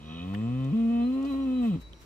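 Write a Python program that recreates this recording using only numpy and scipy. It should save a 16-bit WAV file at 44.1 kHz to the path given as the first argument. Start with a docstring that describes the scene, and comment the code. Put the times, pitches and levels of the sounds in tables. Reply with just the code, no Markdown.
"""A low, pulsing moo comes first, from a cow close by with her mouth shut. It climbs, breaks into a
pure high hum, arches over and drops into a short creak. Her vocal folds make the tone, and her
throat and nose shape it. A hand rubs her coat, something clicks softly, and small birds whistle
in the trees over a faint forest hiss and a low hum."""
import sys
import numpy as np
from scipy import signal
from scipy.fft import rfft, irfft, next_fast_len
from scipy.io import wavfile
from scipy.ndimage import map_coordinates

SR = 44100
rng = np.random.default_rng(int(sys.argv[2]) if len(sys.argv) > 2 else 0)


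def inscribe(sig):
    """Save sig as 16-bit PCM at rate SR to the path in sys.argv[1].

    A 1-D sig is mono; a 2-D sig holds one channel per row.
    Samples are clipped to [-1, 1] before scaling.
    """
    pcm = np.round(np.clip(np.atleast_2d(sig).T, -1, 1) * 32767)
    wavfile.write(sys.argv[1], SR, pcm.astype(np.int16))


N = 90405

# The tune of the moo. Each row: time in seconds, pitch in Hz.
MOO_PITCH = [(0, 72.82), (0.19, 85.2), (0.34, 99.83), (0.53, 126.4), (0.6, 131.5), (0.665, 133.5),
             (0.705, 140.2), (0.722, 162.2), (0.733, 216.5), (0.78, 228.7), (0.88, 229.6), (0.915, 234.9),
             (1.025, 237.1), (1.14, 265.5), (1.18, 267.5), (1.24, 272.8), (1.29, 284.5), (1.33, 268),
             (1.39, 273.4), (1.45, 267.8), (1.48, 258.7), (1.585, 252.2), (1.66, 231.2), (1.693, 210.8),
             (1.735, 164.2), (1.756, 159.7), (1.764, 90.96), (1.785, 84.8), (1.81, 59.6)]
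# How hard she calls. Each row: time in seconds, level in dB, upper overtone boost in dB, rasp in dB.
MOO_EFFORT = [(0, -19.5, 11, -66), (0.1, -9.5, 12, -53), (0.21, -5.5, 7, -48.5), (0.3, -1.5, 4.5, -63),
              (0.45, 0, 1, -67), (0.66, 0.5, 1.5, -62), (0.73, 0.5, -7.5, -63.5), (0.8, 0, -3, -56),
              (0.88, 0.5, -5, -69.5), (0.92, -0.5, 1, -65), (1.02, -0.5, 2.5, -58.5), (1.1, 0.5, -8.5, -69),
              (1.17, -0.5, -3, -67.5), (1.3, -1, 0.5, -62.5), (1.46, -0.5, -4.5, -62),
              (1.6, -0.5, -6.5, -59), (1.655, -1, 7.5, -58), (1.7, 1, -11, -53.5), (1.745, 2, -2.5, -63.5),
              (1.765, -1, -10, -63.5), (1.79, -6.5, -11.5, -75), (1.825, -32.5, -9, -90)]
# Where throat and nose ring. Each row: centre in Hz, width in Hz, level in dB.
THROAT_RESONANCES = [(150.5, 108, -30), (227.2, 106, -24), (390, 140, -33), (515.6, 80, -36),
                     (714.7, 88, -31), (954, 40, -42.5), (1084.6, 99, -33), (1263, 170, -35.5),
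                     (1934, 350, -38.5), (2400, 110, -96), (2583, 154, -27.5), (3067, 190, -32.5),
                     (3586, 62, -19)]
# Bands where the moo is weaker; the highest softens the throat's top ring.
# Each row: centre in Hz, half width in Hz, depth from 0 to 1.
WEAK_BANDS = [(378, 50, .8), (635, 40, .5), (1540, 110, .8), (3560, 110, .75)]
# Moments when the folds repeat only every second beat.
# Each row: middle in seconds, half length in seconds, strength in dB.
PERIOD_DOUBLINGS = [(1.18, 0.032, -3.5), (1.25, 0.011, -3), (1.345, 0.0083, -3.5), (1.48, 0.16, -12.5)]
# Where the rasp rings. Each row: centre in Hz, width in Hz, level in dB.
RASP_RESONANCES = [(1260, 130, -3), (1900, 350, -13), (2540, 200, 1), (2990, 190, -1), (3290, 120, 2),
                   (3760, 110, 2)]
# The tone of air in the nostrils. Each row: frequency in Hz, relative level in dB.
BREATH_SPECTRUM = [(60, -20.5), (150, 15.5), (280, 22.5), (350, 11.5), (450, 20.5), (800, 2.5), (1300, 13),
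                   (1550, -22.5), (1900, -1), (3000, 9.5), (4500, -21.5), (6500, -17), (7400, -6.5),
                   (8500, -14), (9700, -9), (10500, -27), (15000, -13)]
# How her voice reaches the two sides.
# Each row: frequency in Hz, left minus right in dB, how far left leads in radians.
VOICE_STEREO = [(100, 2, 0.26), (201, 0.5, 0.34), (270, 0.6, 0.51), (340, -0.5, .55), (430, 0, 0.78),
                (570, -3, 0.88), (667, -7.5, 1.19), (830, 17, 3.8), (1020, 4, 0.67), (1260, 3, 1.57),
                (1900, 0, -1.8), (2750, -4, 1.8), (2800, 6, 0.84), (3750, -6, 2.24)]
# Soft clicks. Each row: start in seconds, level in dB, centre in Hz, width in octaves,
# seconds to fade by 60 dB, left minus right in dB.
SOFT_CLICKS = [(0.3365, -45, 1050, .35, .06, -1.5), (0.342, -46, 1800, .55, .06, -1.5),
               (0.348, -39, 1900, .22, .035, -1.5), (0.349, -40, 3080, .08, .03, -1.5),
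               (0.4125, -51, 1700, .25, .03, -1.5), (0.646, -52, 4500, .8, .01, 1),
               (0.6528, -53, 3500, .7, .01, 0), (0.771, -61, 3000, 1.6, .04, 0),
               (1.228, -52, 4200, .6, .025, -5), (1.248, -54, 4200, .55, .12, -3),
               (1.933, -41.5, 3100, .13, .014, -3.5)]
# Strokes of the hand. Each row: middle in seconds, half length in seconds, level in dB.
HAND_STROKES = [(0.319, 0.11, -68), (1.145, 0.023, -66), (1.321, .06, -60), (1.66, 0.048, -58.5),
                (1.817, 0.017, -59), (2.023, .025, -58)]
# The tone of rubbed hair. Each row: frequency in Hz, relative level in dB.
COAT_SPECTRUM = [(500, 3), (2000, 6.5), (5000, 1), (9000, -2.5), (11000, -8.5), (13000, 0), (15500, -14.5)]
# Bird notes. Each row: start in seconds, length in seconds, pitch in Hz, level in dB,
# left minus right in dB.
BIRD_NOTES = [(0.05, .12, 5850, -74, 0), (0.36, .04, 7720, -72, 0), (0.405, .07, 7550, -75, 0),
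              (1.01, .08, 4055, -57, -8), (1.27, .1, 3955, -57, -7), (1.41, .05, 5780, -72, 0),
              (1.53, .095, 3918, -57, -4), (1.615, .05, 7750, -69, 0), (1.795, .11, 3908, -60, 1),
              (1.915, .04, 3905, -62, -2), (1.925, .11, 5720, -73, 0)]
# The tone of the forest hiss. Each row: frequency in Hz, relative level in dB.
FOREST_SPECTRUM = [(15, -28), (25, -18.5), (75, -3), (215, -16), (368, -13.5), (741, -26), (804, -29),
                   (871, -20), (1340, -25.5), (1660, -29.5), (2300, -27.5), (3340, -38), (3930, -27),
                   (4870, -35.5), (5580, -34.5), (6210, -37.5), (15500, -54.5)]
# How alike its two sides are. Each row: frequency in Hz, likeness from 0 (unrelated) to 1 (the same).
FOREST_LIKENESS = [(60, 0.36), (300, 1), (1000, 0.17), (3000, 0.033), (12000, 0.11)]
# The low hum. Each row: time in seconds, pitch in Hz, level in dB.
LOW_HUM = [(0, 68.26, -57.5), (0.6, 64.12, -55), (0.8, 65.6, -51.5), (1.3, 62.7, -51.5), (1.7, 58.3, -51.5),
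           (1.84, 58.3, -47), (2.05, 54.7, -63)]


def cow():
    """The moo: voice, rasp, and breath through the nostrils that grows with the pitch."""
    pitch, = curves(MOO_PITCH)
    level_db, bright_db, rasp_db = curves(MOO_EFFORT)
    pitch = pitch * (1 + .003 * wobble(110))  # a living voice is never quite steady
    phase = 2 * np.pi * np.cumsum(pitch) / SR
    voice = vocal_folds(pitch, phase, bright_db) * amp(level_db + .35 * wobble(45))
    breath = noise(BREATH_SPECTRUM) * amp(level_db - 51.5) * (pitch / pitch.max()) ** .7
    breath *= 1 + .5 * np.cos(phase)  # the air pulses with the folds
    return filtered(voice + rasp(phase) * amp(rasp_db), voice_sides) + breath


def vocal_folds(pitch, phase, bright_db, db_per_octave=-7.5, bright_hz=574, flutter_db=1.0):
    """The beating folds make overtones, which slide through the resonances of throat and nose."""
    hz, response = resonator(THROAT_RESONANCES)
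    for centre, half_width, depth in WEAK_BANDS:
        response = response * (1 - depth * np.exp(-((hz - centre) / half_width) ** 2))

    def overtone(k):
        upper_share = 1 / (1 + (bright_hz / (k * pitch)) ** 4)
        db = db_per_octave * np.log2(k) + upper_share * (bright_db + flutter_db * wobble(35))
        return amp(db) * np.real(np.interp(k * pitch, hz, response) * np.exp(1j * k * phase))

    halfway_tones = sum(overtone(k + .5) for k in range(1, 6))  # heard during period doubling
    whole_tones = sum(overtone(k) for k in range(1, 49))
    return np.sqrt(2) * (whole_tones + swells(PERIOD_DOUBLINGS) * halfway_tones)


def rasp(phase, lag_radians=2.19, puff_sharpness=.83, puff_gain=.8):
    """Once a cycle, a sharp slap of the folds and a puff of air ring the upper resonances."""
    late_phase = phase - lag_radians
    slaps = sum(np.cos(k * late_phase) for k in range(1, 57))
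    puffs = rng.standard_normal(N) * np.exp(puff_sharpness * np.cos(late_phase))
    ringing = resonator(RASP_RESONANCES)
    slaps, puffs = filtered(np.array([slaps, puffs]), lambda hz: np.interp(hz, *ringing))
    return unit(unit(slaps) + puff_gain * unit(puffs))


def voice_sides(hz):
    """Each frequency of the voice reaches left and right with its own level and timing."""
    rows = np.array(VOICE_STEREO)
    side_db = along(rows[:, [0, 1]], hz)
    left_lead = along(rows[:, [0, 2]], hz)
    return pan(side_db) * np.exp(1j * np.array([[.5], [-.5]]) * left_lead)


def clicks():
    """Each click is a burst of noise in one band that dies away fast."""
    out = np.zeros((2, N))
    for start, db, centre, octaves, fade_s, side_db in SOFT_CLICKS:
        white = rng.standard_normal((3, N))
        band = filtered(white, lambda hz: 1 / (1 + (np.log2((hz + 1) / centre) / octaves) ** 2))
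        burst = unit(band[2] + 1.8 * band[:2])  # one shared noise, plus one for each side
        age = clock() - start
        out += pan(side_db) * burst * (age >= 0) * amp(db - 60 * np.abs(age) / fade_s)
    return out


def hand(grain_db=.67):
    """Hairs brush under the palm in soft, slightly grainy swells."""
    return noise(COAT_SPECTRUM) * swells(HAND_STROKES) * amp(grain_db * wobble(290))


def birds(sag=.004, waver=.0015):
    """Thin, slightly falling whistles that echo in the trees."""
    out = np.zeros((2, N))
    for start, length, hz, db, side_db in BIRD_NOTES:
        progress = np.clip((clock() - start) / length, 0, 1)
        pitch = hz * (1 + sag * (1 - 2 * progress) + waver * (hz / 4000) ** 2 * wobble(300))
        swell = np.sqrt(2 * np.abs(np.sin(np.pi * progress)))
        out += pan(side_db) * amp(db) * swell * np.sin(2 * np.pi * np.cumsum(pitch) / SR)
    return out + tree_echo(out, level_db=-2, fade_s=1.3)


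def tree_echo(x, level_db, fade_s):
    """Trunks scatter the sound into a tail that falls 60 dB in fade_s seconds."""
    tail = rng.standard_normal((2, SR)) * amp(-60 * clock()[:SR] / fade_s)
    return amp(level_db) * signal.fftconvolve(x, tail / np.linalg.norm(tail[0]), axes=1)[:, :N]


def forest_hiss(level_db=-53.5):
    """A faint hiss, partly the same on both sides."""
    def spread(hz):
        return np.arccos(np.clip(along(FOREST_LIKENESS, hz), -1, 1)) / 2

    middle, side = noise(FOREST_SPECTRUM)
    middle = filtered(middle, lambda hz: np.cos(spread(hz)))
    side = filtered(side, lambda hz: np.sin(spread(hz)))
    return amp(level_db) * np.array([middle + side, middle - side])


def low_hum(octave_db=-15.5):
    """A low, wavering tone with a weaker one an octave above."""
    hz, db = curves(LOW_HUM)
    phase = 2 * np.pi * np.cumsum(hz * (1 + .042 * wobble(25))) / SR
    tone = np.sin(phase) + amp(octave_db) * np.sin(2 * phase)
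    return np.sqrt(2) * amp(db + 2.3 * wobble(14.3)) * tone


def amp(db):
    """Turn decibels into a gain."""
    return 10 ** (np.asarray(db) / 20)


def unit(x):
    """Scale a sound to an average power of 1."""
    return x / np.sqrt(np.mean(x ** 2) + 1e-20)


def clock():
    """The time of every sample, in seconds."""
    return np.arange(N) / SR


def along(points, hz):
    """Read between (Hz, value) points, with octaves evenly spaced."""
    point_hz, values = np.transpose(points)
    return np.interp(np.log(hz + 1), np.log(point_hz + 1), values)


def curves(rows):
    """One value per sample for each column after the time."""
    times, *columns = np.transpose(rows)
    return [np.interp(clock(), times, column) for column in columns]


def swells(rows):
    """Add up smooth bumps, one for each row."""
    return sum(amp(db) * np.exp(-((clock() - middle) / half) ** 2) for middle, half, db in rows)


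def wobble(rate):
    """A smooth curve through `rate` random points a second."""
    return map_coordinates(rng.standard_normal(4096), [clock() * rate + 1])


def filtered(x, response):
    """Change the level and timing of each frequency in x by response(hz)."""
    size = next_fast_len(N + SR // 2)
    return irfft(rfft(x, size) * response(np.fft.rfftfreq(size, 1 / SR)), size)[..., :N]


def resonator(resonances, size=16384):
    """Frequencies and response of a filter with steep ringing peaks."""
    hz = np.fft.rfftfreq(size, 1 / SR) + 1
    peaks = [amp(db) / (1 + ((hz * hz - centre * centre) / (hz * width)) ** 2)
             for centre, width, db in resonances]
    gain = np.sqrt(sum(peak ** 2 for peak in peaks))
    # These steps make it ring only after a push, never before.
    cepstrum = irfft(np.log(gain + 1e-6))
    cepstrum[1:size // 2] *= 2
    cepstrum[size // 2 + 1:] = 0
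    return hz, np.exp(rfft(cepstrum))


def noise(spectrum):
    """Two unrelated noises with the given tone and a power of 1."""
    return unit(filtered(rng.standard_normal((2, N)), lambda hz: amp(along(spectrum, hz))))


def pan(db):
    """Left and right gains, with left louder by db."""
    return amp(np.array([[.5], [-.5]]) * db)


def scene():
    """The close cow, barely echoed, and the forest behind her."""
    near = cow() + clicks() + hand()
    return near + tree_echo(near, level_db=-31, fade_s=.35) + birds() + forest_hiss() + low_hum()


def record(dry, top_hz=15750):
    """Cut away the very highest treble."""
    return filtered(dry, lambda hz: hz < top_hz)


dry = scene()
out = record(dry)
inscribe(out)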